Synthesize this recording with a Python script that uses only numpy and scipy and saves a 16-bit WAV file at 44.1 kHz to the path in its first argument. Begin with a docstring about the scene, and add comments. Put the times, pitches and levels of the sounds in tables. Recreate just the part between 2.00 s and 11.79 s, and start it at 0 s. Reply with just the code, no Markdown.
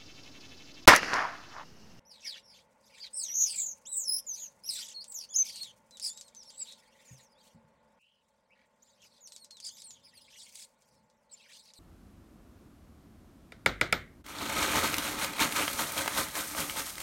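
"""In a fenced garden, starlings squabble over a wire feeder.
Their calls glide from thin whistles through fast trills into harsh rasps: one model of a vibrating
membrane, driven at rising strain. Other birds chatter in scratchy syllables, and sharp clicks of bills
and claws are short damped oscillations. Wings rustle and puff as shaped noise, dull knocks ring as low
modes, and a faint outdoor murmur of filtered noise lies underneath, dipping once."""
import sys
import numpy as np
from scipy import signal
from scipy.fft import rfft, irfft, next_fast_len
from scipy.io import wavfile
from scipy.ndimage import uniform_filter1d

SR = 44100
rng = np.random.default_rng(int(sys.argv[2]) if len(sys.argv) > 2 else 0)


def int16_out(signal):
    """Quantize to a 16-bit WAV file."""
    q = np.round(np.clip(np.atleast_2d(signal).T, -1, 1) * 32767)
    wavfile.write(sys.argv[1], SR, q.astype(np.int16))


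N = 431738


def from_db(db):
    """Logarithmic level: 20 dB is a factor of ten in amplitude."""
    return 10 ** (np.asarray(db) / 20)


def rms_one(x):
    """Normalisation of the mean power to one."""
    return x / np.sqrt(np.mean(x ** 2) + 1e-20)


def band(x, low_hz, high_hz):
    """Band-pass filtering with gentle Butterworth slopes."""
    sos = signal.butter(2, [low_hz, min(high_hz, .45 * SR)], "band", fs=SR, output="sos")
    return signal.sosfilt(sos, x)


def wander(rate_hz, size):
    """Low-pass filtered noise: smooth random motion up to about the given rate, with rms 1."""
    sos = signal.butter(2, rate_hz, fs=SR, output="sos")
    slow = signal.sosfilt(sos, rng.standard_normal(size + SR // 10))
    return rms_one(slow[-size:])    # the filter has settled by here


def coloured_noise(colour, peaks=()):
    """Spectral shaping: white noise weighted by a smooth curve and a few broad resonances; rms 1."""
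    size = next_fast_len(N)
    hz = np.maximum(np.fft.rfftfreq(size, 1 / SR), 1)
    points = np.array(colour)
    db = np.interp(np.log(hz), np.log(points[:, 0]), points[:, 1])
    for centre_hz, width_hz, height_db in peaks:
        db = db + height_db / (1 + (2 * (hz - centre_hz) / width_hz) ** 2)
    spectrum = rfft(rng.standard_normal(size)) * from_db(db)
    return rms_one(irfft(spectrum)[:N])


def bouts(rows, rest_db):
    """Power addition: a bell-shaped swell of gain for each bout, over a resting level."""
    t = np.arange(N) / SR
    power = from_db(rest_db) ** 2 + np.zeros(N)
    for middle_s, length_s, level_db, *_ in rows:
        first = max(int((middle_s - 2 * length_s) * SR), 0)
        near = slice(first, int((middle_s + 2 * length_s) * SR))
        bell = np.exp(-2 * (2 * (t[near] - middle_s) / length_s) ** 2)
        power[near] += from_db(level_db) ** 2 * bell
    return np.sqrt(power)


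def progress(length_s):
    """Normalised time, from 0 to 1 through a note of at least 10 ms."""
    return np.linspace(0, 1, int(max(length_s, .01) * SR))


def arch(u, start_hz, middle_hz, end_hz):
    """Pitch glide: a parabola in log frequency through three points."""
    curve = np.polyfit([0, .5, 1], np.log([start_hz, middle_hz, end_hz]), 2)
    return np.exp(np.polyval(curve, u))


def swell(u, place, swell_db, fade_db):
    """Amplitude envelope: the level in dB climbs to its peak, then falls away."""
    return np.interp(u, [0, np.clip(place, .01, .99), 1], [-swell_db, 0, -fade_db])


def add(out, start_s, note, fade_s=0.0019):
    """Superposition: mixes a note in at its time, with a quick onset and release."""
    t = np.arange(len(note)) / SR
    gate = np.clip(np.minimum(t, t[-1] - t) / fade_s, 0, 1)
    at = int(start_s * SR)
    out[at:at + len(note)] += gate * note


def syrinx(trill_hz, pitch, first_db, octave_db, strain, trill_depth=.08, rasp_depth=.075, waver=.005,
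           throb_db=3.0, flutter_db=3.0, grit_db=4.0, third_db=-11.0, fourth_db=-20, hiss_db=-17,
           side_ratio=.4, side_depth=0.27):
    """Nonlinear vibration: strain first shakes a membrane into a trill, then into chaos."""
    size = len(pitch)
    chaos = np.clip((strain - .42) / .5, 0, 1)
    # slower trills have time to swing wider
    trill = np.clip((strain - .1) / .45, 0, 1) * np.sqrt(150 / trill_hz)

    # the trill is a lopsided, slightly irregular swing of pitch and loudness
    turn = 2 * np.pi * np.cumsum(trill_hz * (1 + .1 * wander(50, size))) / SR
    swing = (np.sin(turn) - 0.48 * np.sin(2 * turn)) * (1 - .5 * chaos)
    lurch, grit = wander(300, size), wander(260, size)
    bend = trill_depth * trill * swing + rasp_depth * chaos * lurch + waver * wander(270, size)
    phase = 2 * np.pi * np.cumsum(pitch * np.exp(bend)) / SR
    throb = throb_db * trill ** 2 * np.cos(turn)
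    shake = from_db(throb + flutter_db * wander(70, size) + grit_db * chaos * grit)
    # the running power is evened out, leaving only the fast shaking
    shake = shake / np.sqrt(uniform_filter1d(shake ** 2, size=1100))

    # under strain a slower vibration couples in and splits each partial into strands
    slow_hz = side_ratio * pitch * np.exp(0.099 * wander(60, size))
    slow = 2 * np.pi * np.cumsum(slow_hz) / SR
    strands = side_depth * chaos * np.sin(slow)

    upper_db = np.minimum(first_db, octave_db)
    partials_db = [first_db, octave_db, upper_db + third_db, upper_db + fourth_db]
    tone = 0
    for k, db in enumerate(partials_db, 1):
        below_nyquist = np.clip((SR / 2 - k * pitch) / (SR / 20), 0, 1)
        tone = tone + np.sqrt(2) * from_db(db) * np.sin(k * phase + strands) * below_nyquist

    # chaotic vibration also throws off broad hiss
    hiss = rms_one(band(rng.standard_normal(size), 1900, 11000))
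    hiss = hiss * chaos * np.hypot(from_db(first_db), from_db(octave_db))
    return shake * tone + from_db(hiss_db) * hiss


def murmur():
    """Broad resonance in noise: a hollow outdoor murmur that drops once and recovers exponentially."""
    # smooth spectrum of the murmur: frequency_hz, relative_level_db
    murmur_colour = [(25, -13), (60, 1.5), (130, -5), (230, 6.5), (330, -15), (450, -7.5), (720, -11.5),
                     (1080, -1), (1280, -10.5), (2000, -6.5), (4000, -25), (10000, -42.5), (15000, -55)]
    # broad resonances that make it hollow: centre_hz, width_hz, height_db
    murmur_peaks = [(566, 250, 17.5), (877.5, 110, 13), (1424, 92, 7)]
    early_db, late_db = -68, -71.5      # before the dip and long after it
    dip_at_s, dip_db, recover_s = 5.99, 18, 0.2
    since = np.arange(N) / SR - dip_at_s
    recovering_db = late_db - dip_db * np.exp(-np.abs(since) / recover_s)
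    db = np.where(since < 0, early_db, recovering_db)
    return from_db(db) * coloured_noise(murmur_colour, murmur_peaks)


def whistles():
    """Near-sinusoidal vibration at low strain: notes that scoop up at the start and drop at the end."""
    # thin, clean whistles, pitches before scoop and drop: start_s, length_s, start_hz, middle_hz, end_hz,
    # level_db, peak_place (0-1), octave_db (relative to the fundamental)
    whistle_notes = [ (0.051, 0.051, 5230, 5950, 5780, -58.5, 1, -15.5),
                     (1.13, 0.038, 5100, 5440, 5620, -52.5, 0.8, -9),
                     (1.853, 0.031, 2620, 3565, 3850, -53.5, .7, 8.5),
                     (1.876, 0.078, 3960, 3984, 3800, -56.5, .65, 16.5),
                     (2.05, 0.036, 5820, 5490, 5350, -35.5, .9, -9),
                     (2.076, .062, 5560, 5040, 5666, -31.5, .3, -3),
                     (2.265, 0.09, 7670, 6230, 6270, -36, 0.33, -23),
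                     (2.94, 0.082, 4570, 4260, 4600, -44.5, 0.15, -23),
                     (3.289, 0.062, 3153, 3483, 3050, -59.5, 0.7, 13.5),
                     (3.338, .018, 5230, 5420, 6140, -34.5, 0.94, -11.5),
                     (3.383, 0.049, 6590, 6250, 6560, -25.5, 0.06, -27),
                     (3.603, 0.0347, 4310, 4400, 4490, -38.5, .7, -9.5),
                     (3.912, 0.072, 4120, 3960, 3580, -57, 0.54, -15),
                     (4.087, .045, 3740, 3500, 3940, -54, 0.3, 7),
                     (4.135, 0.08, 3730, 3860, 3870, -62, 0.55, 6),
                     (4.217, 0.074, 4160, 4320, 3890, -65.5, 1, 3),
                     (4.358, 0.075, 6390, 5900, 5120, -51, 0.1, -28),
                     (4.452, .052, 5500, 5500, 4700, -53, 0.94, -13),
                     (4.51, .07, 3700, 3840, 4050, -76, 1, 19),
                     (4.578, 0.057, 4170, 3920, 3820, -62, 0.85, 24.5),
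                     (5.05, 0.052, 7700, 6930, 6360, -58.5, 0.8, -25),
                     (5.095, 0.085, 7230, 6500, 5770, -60.5, 0, -20),
                     (5.197, .08, 7200, 6620, 5500, -65.5, 0.3, -26),
                     (5.292, 0.049, 4900, 5100, 4900, -70, 0.75, -13),
                     (5.352, 0.065, 3530, 3780, 5280, -67, 1, -16.5),
                     (6.821, 0.0156, 6170, 7060, 8210, -58, 0.54, -18),
                     (6.868, 0.043, 7830, 7050, 6400, -67, 0.34, -22),
                     (7.206, 0.066, 7180, 6660, 5660, -51.5, 1, -20),
                     (7.28, 0.04, 4800, 4470, 3600, -65, 0.1, 0),
                     (7.318, 0.046, 4170, 4100, 3580, -60, 0.1, 1.5),
                     (7.371, .075, 4520, 4340, 4230, -57.5, 1, -5),
                     (7.505, 0.096, 4380, 4050, 3330, -56.5, 0, -12),
                     (7.833, 0.078, 4400, 4275, 4130, -63.5, 0.1, 2),
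                     (7.837, 0.11, 9860, 7400, 7020, -52, 0.07, -27),
                     (8.903, 0.09, 6200, 5580, 5030, -78, 0.62, -13),
                     (9.312, 0.04, 8740, 7650, 7310, -50.5, 0.64, -28)]
    strain, swell_db, fade_db = 0.13, 9.5, 5    # each end lies this many dB below the peak
    scoop, drop, slide_s = .06, .09, 0.0077     # slides in log frequency, and their time constant
    out = np.zeros(N + SR)
    for start_s, length_s, start_hz, middle_hz, end_hz, db, place, octave_db in whistle_notes:
        u = progress(length_s)
        slide = scoop * np.exp(-u * length_s / slide_s) + drop * np.exp((u - 1) * length_s / slide_s)
        pitch = arch(u, start_hz, middle_hz, end_hz) * np.exp(-slide)
        level = db + swell(u, place, swell_db, fade_db)
        note = syrinx(130, pitch, level, level + octave_db, strain,
                      waver=0.0064, flutter_db=1.5, third_db=-11)
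        add(out, start_s, note)
    return out[:N]


def squeals():
    """Frequency and amplitude modulation: arching trills whose strain changes steadily."""
    # trilled squeals: start_s, length_s, start_hz, middle_hz, end_hz, level_db, peak_place (0-1),
    # octave_db (relative to the fundamental), first_strain (0-1), last_strain (0-1), trill_hz
    squeal_notes = [ (0.101, 0.11, 5310, 4020, 3260, -53, 0.05, -13.5, 0.47, 1, 125),
                    (.245, .12, 5730, 4366, 2696, -39, .25, -16.5, 0.37, 0.71, 125),
                    (0.428, 0.19, 5500, 4910, 3290, -58.5, .4, -15.5, 0.17, 0.97, 120),
                    (1.001, 0.084, 4580, 4460, 3060, -43, .4, -28, 0.2, 0.98, 135),
                    (1.131, 0.12, 8180, 8390, 7550, -34.5, .5, -22, 0.13, 0.6, 71),
                    (1.165, 0.14, 5610, 4300, 2670, -44.5, .25, -10, 0.26, 0.83, 89.1),
                    (1.226, 0.069, 6900, 6056, 5590, -36, .2, -21, 0.2, .6, 71),
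                    (1.283, 0.058, 5700, 5830, 5990, -35, .7, -17, 0.2, 0.2, 165),
                    (1.338, 0.14, 6130, 6445, 6130, -23.5, .65, -20.5, 0.39, .5, 165),
                    (1.46, 0.093, 5530, 4850, 4700, -36.5, .12, -10, 0.54, 0.47, 164),
                    (1.545, 0.095, 4500, 3910, 3130, -53, .15, 4, 0.77, 0.66, 165),
                    (1.481, 0.081, 8900, 8360, 7270, -37.5, .4, -20, 0.43, 0.6, 203),
                    (1.555, 0.18, 7710, 6970, 6220, -31, .25, -22.5, 0.55, 0.38, 203),
                    (1.921, 0.14, 8020, 7650, 5690, -31.5, 0.42, -16.5, 0.45, 0.36, 79),
                    (2.127, 0.076, 5320, 5285, 5510, -32.5, 0.1, 1, .15, 0.61, 187),
                    (2.33, 0.14, 5440, 3900, 2630, -52.5, .05, -4.5, 0.4, 1, 132),
                    (2.347, 0.14, 6100, 6710, 6000, -41, .65, -17.5, 0.3, 0.31, 163),
                    (2.636, 0.048, 4910, 5550, 5760, -41.5, 0.98, -4, 0.07, 0.33, 172),
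                    (2.684, 0.025, 5160, 5130, 4290, -31, 0.35, -13, 0.5, 0.05, 179),
                    (2.7, 0.12, 4410, 4035, 4000, -41.5, 0, 2, 0.5, 0.96, 172),
                    (2.76, 0.057, 1858, 1500, 1300, -60.5, .55, -6, 0.4, 0.4, 124),
                    (3.007, 0.027, 4370, 4790, 4800, -43, .1, -17, .15, .6, 110),
                    (3.068, 0.079, 8470, 8060, 7400, -46.5, .75, -10, 0.5, 0.3, 55.7),
                    (3.138, 0.12, 7340, 5495, 4410, -38.5, .12, -11.5, 0.27, 0.85, 82),
                    (3.354, .036, 6000, 6640, 6160, -22, .3, -26.5, .2, 0.49, 139),
                    (3.52, 0.11, 4470, 4330, 4270, -46.5, 0.49, -6, 0.54, .45, 139),
                    (3.642, 0.077, 3960, 3350, 3050, -48, 0, -7, 0.35, 0.6, 139),
                    (4.016, 0.081, 4860, 5050, 4380, -34.5, 0.56, -12.5, 0.51, 0.4, 120),
                    (4.581, 0.077, 4460, 4880, 4400, -53.5, .45, -7.5, 0.5, 0.55, 140),
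                    (4.653, 0.1, 3300, 3920, 3580, -51, 0.5, -19, 0.44, .48, 90),
                    (5.989, 0.24, 2560, 2990, 2870, -68.5, .15, -32, 0.41, 0.73, 130),
                    (6.499, .05, 1990, 2580, 2800, -62.5, 0.53, -29, 0.34, .55, 133),
                    (7.622, 0.083, 4460, 4920, 4300, -42.5, .55, -15, 0.54, 0.37, 115),
                    (7.699, .055, 3040, 3490, 3700, -58.5, .1, 1.5, 0.65, 0.03, 115),
                    (7.761, 0.068, 3370, 3790, 3470, -58, .4, 1.5, 0.96, 0.65, 115),
                    (7.932, 0.082, 3680, 3240, 2950, -64.5, .4, -8.5, 0.65, 0.51, 129),
                    (8.032, 0.079, 4950, 4940, 4190, -57.5, 0.28, -11, 0.35, 0.35, 139.3),
                    (8.138, 0.061, 5180, 4530, 4000, -58, 0.8, -2, 0.14, 0.27, 143),
                    (8.205, 0.05, 4980, 4940, 4700, -61.5, 0.2, -5.5, 0.2, .5, 144),
                    (8.396, 0.039, 4700, 5300, 5750, -54.5, 0.52, -21, 0.35, 0.9, 112.6),
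                    (8.6, 0.048, 5130, 5080, 4610, -53, 0.67, -12, 0.76, 0.8, 113.8),
                    (9.294, 0.061, 3920, 4730, 5880, -61.5, 0.54, -15, 0.48, 0.99, 125),
                    (9.741, 0.049, 4980, 4290, 3980, -57, 1, -5, 1, .35, 129)]
    swell_db, fade_db = 10.5, 13.5
    throb_db = 2    # for a 130 Hz trill; slower trills throb more deeply
    out = np.zeros(N + SR)
    for (start_s, length_s, start_hz, middle_hz, end_hz, db, place, octave_db,
         first_strain, last_strain, trill_hz) in squeal_notes:
        u = progress(length_s)
        pitch = arch(u, start_hz, middle_hz, end_hz)
        level = db + swell(u, place, swell_db, fade_db)
        strain = first_strain + (last_strain - first_strain) * u
        note = syrinx(trill_hz, pitch, level, level + octave_db, strain,
                      throb_db=throb_db * 130 / trill_hz, side_depth=.55, third_db=-9.5)
        add(out, start_s, note)
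    return out[:N]


def rasps():
    """Chaotic vibration: heavy strain flings the pitch up and down in slow, wide, ragged strokes."""
    # harsh rasps: start_s, length_s, start_hz, end_hz, level_db, octave_db (relative to the fundamental)
    rasp_notes = [ (0.202, 0.054, 5500, 5700, -59, -23), (0.344, 0.05, 4100, 3870, -55, -29),
                  (0.968, 0.046, 3507, 3730, -60.5, -1.5), (2.758, 0.066, 5050, 4670, -45.5, -16),
                  (2.818, 0.12, 3500, 3140, -56, 5), (3.444, 0.069, 5880, 4850, -43.5, -10),
                  (4.024, 0.08, 4300, 4030, -55.5, 15), (4.649, 0.089, 3645, 3894, -57.5, -3.5),
                  (6.551, .11, 1897, 2050, -71.5, -10), (6.849, 0.19, 4000, 4530, -80, -12),
                  (7.018, .045, 2900, 2410, -65, -2), (7.106, 0.11, 4120, 3930, -70, -12),
                  (7.64, 0.059, 3950, 3560, -57, 11), (8.296, 0.082, 3636, 3466, -64, -3.5),
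                  (8.369, 0.1, 3900, 3880, -71, 13.5), (8.545, .11, 4114, 3856, -59, 6),
                  (9.346, 0.1, 3483, 4060, -71, -16), (9.495, 0.08, 3523, 3400, -62, -2),
                  (9.649, 0.072, 4720, 4140, -60.5, -12)]
    strain, trill_hz, taper_db = .78, 49.8, 4
    out = np.zeros(N + SR)
    for start_s, length_s, start_hz, end_hz, db, octave_db in rasp_notes:
        u = progress(length_s)
        level = db + swell(u, 0.61, taper_db, taper_db)
        pitch = start_hz * (end_hz / start_hz) ** u
        note = syrinx(trill_hz, pitch, level, level + octave_db, strain, trill_depth=0.111, rasp_depth=.04,
                      throb_db=-0.05, hiss_db=-21, side_ratio=0.4, side_depth=0.69)
        add(out, start_s, note)
    return out[:N]


def starlings():
    """Superposition of the calls of the birds nearest by."""
    return whistles() + squeals() + rasps()


def chatter(count=3, level_db=-7, spread=0.27, glide=0.18, octave_db=-6, syllable_db=3, strain_mean=.58):
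    """Random syllables: each of the other birds strings together short, scratchy rises and falls."""
    # bouts of bickering, levels before the overall gain: middle_s, length_s, level_db, centre_hz
    chatter_bouts = [(0.265, 0.072, -51.5, 2892), (0.373, 0.047, -55.5, 2900), (0.565, 0.089, -61.5, 4310),
                     (.88, 0.091, -66.5, 4200), (.95, 0.092, -61, 2408), (1.048, 0.047, -54.5, 2900),
                     (1.314, 0.073, -57.5, 3000), (1.54, 0.17, -52, 3600), (2.376, 0.19, -65.5, 4200),
                     (2.78, .16, -45, 5000), (3.047, .25, -85, 4000), (3.521, 0.24, -54.5, 3800),
                     (4.618, 0.5, -66, 4000), (5.026, 0.3, -68, 2700), (5.191, 0.066, -65, 3100),
                     (5.451, 0.17, -68.5, 4000), (6.917, 0.2, -74, 4400), (7.039, 0.082, -61.5, 3800),
                     (7.152, 0.097, -69, 4980), (7.78, 0.14, -57.5, 4955), (7.94, 0.064, -66.5, 4300),
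                     (8.2, 0.48, -68.5, 2991), (8.41, 0.23, -58, 3693), (8.59, .08, -65, 3810),
                     (8.9, 0.25, -79, 4500), (9.41, 0.11, -62.5, 3600), (9.511, 0.042, -59.5, 2500),
                     (9.541, 0.19, -59.5, 4295)]
    t, out = np.arange(N) / SR, 0
    middles, _, _, centres = np.transpose(chatter_bouts)
    centre_hz = np.interp(t, middles, centres)
    for bird in range(count):
        edges = np.concatenate([[0], np.cumsum(rng.uniform(.008, .042, 600))])     # syllable bounds, s
        place = np.interp(t, edges, np.arange(len(edges)))
        traits = rng.standard_normal((len(edges), 4))
        height, slope, effort, harshness = traits[place.astype(int)].T
        through = place % 1
        bend = spread * np.clip(height, -2, 2) + glide * slope * (2 * through - 1)
        pitch = centre_hz * np.exp(bend)
        db = syllable_db * np.clip(effort, -2, 1)
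        strain = np.clip(strain_mean + .2 * harshness, 0, 1)
        voice = syrinx(130, pitch, db, db + octave_db, strain, third_db=-21, fourth_db=-9.0)
        out = out + np.sin(np.pi * through) * voice
    return from_db(level_db) * bouts(chatter_bouts, rest_db=-88.5) * out


def wings(level_db=-1, gust_db=4.5, grain_db=2.0):
    """Friction noise: feathers brush unevenly against each other and the wire."""
    # wings and feathers rustle, levels before the overall gain: middle_s, length_s, level_db
    rustle_bouts = [(.3, 1.2, -94), (1.8, 2.25, -74), (3.5, 3, -76), (4.06, .07, -57), (4.7, 0.5, -78),
                    (5.13, 0.25, -68.5), (5.47, 0.13, -70.5), (7.05, 0.49, -93), (8.57, 0.18, -57.5),
                    (8.9, 0.25, -78), (9.56, 0.18, -70.5)]
    # spectrum of the rustle: frequency_hz, relative_level_db
    rustle_colour = [(700, -28.5), (1500, -25), (2200, 6), (3500, -9), (6000, 5), (9000, 4), (12000, -5),
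                     (16000, -5)]
    uneven = from_db(level_db + gust_db * wander(25, N) + grain_db * wander(300, N))
    return bouts(rustle_bouts, rest_db=-89.5) * uneven * coloured_noise(rustle_colour)


def wing_air(low_hz=75, high_hz=230):
    """Turbulence: wing strokes push low puffs of air."""
    # flurries of wing strokes: middle_s, length_s, level_db
    flap_bouts = [(.4, 1.0, -79), (1.6, .35, -73), (2.7, 0.38, -73.5), (3.67, 0.52, -73.5), (4.4, 1, -87),
                  (5.8, 0.23, -76.5), (7.05, 0.1114, -77), (8.05, 0.8, -75), (8.98, 0.23, -73)]
    puffs = rms_one(band(rng.standard_normal(N), low_hz, high_hz))
    return bouts(flap_bouts, rest_db=-91.5) * puffs


def bill_clicks(ring_hz=6700, ring_s=0.000075, tail_s=0.013, tail_db=-19, level_db=1):
    """Impulse response: a snap of two or three cycles, then a short scatter off the feeder."""
    # clicks of bills and claws: time_s (sounding 1 ms later), peak_db (before the overall gain)
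    click_list = [(3.0415, -32.5), (3.121, -37.5), (3.5585, -28), (3.631, -27.5), (3.9085, -40.5),
                  (3.9704, -33.5), (3.997, -27), (4.132, -40), (4.174, -31.5), (4.2103, -29),
                  (4.281, -42.5), (4.348, -37.5), (4.432, -39), (4.5034, -36), (4.7228, -36.5),
                  (7.0187, -49), (7.0454, -62), (7.063, -56), (7.273, -34), (7.3208, -34), (7.3623, -31),
                  (7.4451, -36), (7.508, -35), (7.569, -38.5), (7.6011, -31), (7.819, -33.5),
                  (7.9062, -32.5), (8.5549, -32.5), (8.821, -51), (9.0993, -53), (9.7357, -40)]
    out, t = np.zeros(N + SR), np.arange(SR // 20) / SR
    for time_s, db in click_list:
        hz = ring_hz * np.exp(0.09 * rng.standard_normal())
        envelope = t / ring_s * np.exp(1 - t / ring_s)
        snap = np.sin(2 * np.pi * hz * t) * envelope
        scatter = rms_one(band(rng.standard_normal(len(t)), 3700, 7700)) * np.exp(-t / tail_s)
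        at = int((time_s + 1 / 1000) * SR)
        out[at:at + len(t)] += from_db(db + level_db) * (snap + from_db(tail_db) * scatter)
    return out[:N]


def knocks(rise_s=0.0021, thud_db=-9, thud_s=0.024):
    """Modal decay: each dull knock excites one low mode and a short thud."""
    # dull knocks: start_s, level_db, pitch_hz, t60_s
    knock_list = [(5.108, -49, 128, 0.27), (5.126, -49, 133.3, 0.13), (5.547, -49.5, 168, .08),
                  (5.555, -56.5, 227, 0.54), (5.644, -58, 153, .15)]
    out, t = np.zeros(N + SR), np.arange(SR // 2) / SR
    for start_s, db, hz, t60_s in knock_list:
        mode = np.sin(2 * np.pi * hz * t) * from_db(-60 * t / t60_s)
        thud = rms_one(band(rng.standard_normal(len(t)), 78, 208)) * np.exp(-t / thud_s)
        onset = 1 - np.exp(-t / rise_s)
        at = int(start_s * SR)
        out[at:at + len(t)] += from_db(db) * onset * (mode + from_db(thud_db) * thud)
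    return out[:N]


def bounce(x, delay_s, echo_db):
    """Comb filtering: one hard reflection ripples the spectrum."""
    lag = int(delay_s * SR)
    return x + from_db(echo_db) * np.concatenate([np.zeros(lag), x[:-lag]])


def garden(x, near_db=-14, near_s=.009, far_db=-24, t60_s=0.26):
    """Reverberation: quick reflections from feeder and ground, then a faint tail from the fences."""
    t = np.arange(SR // 2) / SR
    near = band(rng.standard_normal(len(t)), 1400, 11000) * np.exp(-t / near_s) * (t > .002)
    far = band(rng.standard_normal(len(t)), 740, 7372) * from_db(-60 * t / t60_s) * (t > .015)
    near_echoes = from_db(near_db) * near / np.linalg.norm(near)
    far_echoes = from_db(far_db) * far / np.linalg.norm(far)
    return x + signal.fftconvolve(x, near_echoes + far_echoes)[:N]


def scene():
    """Superposition of the birds at the feeder and the garden's background."""
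    near = garden(bounce(starlings(), delay_s=.0047, echo_db=-7.5) + bill_clicks())
    around = garden(chatter(), near_db=1.5, far_db=-25.5) + wings() + murmur()
    around = bounce(around, delay_s=.0056, echo_db=-17.0)
    return (near + around + wing_air() + knocks())[None]


def record(dry):
    """Low-pass filtering: an elliptic filter cuts the top steeply."""
    cutoff_hz = 15950
    sos = signal.ellip(10, .1, 80, cutoff_hz, fs=SR, output="sos")
    return signal.sosfilt(sos, dry)


dry = scene()
out = record(dry)
int16_out(out)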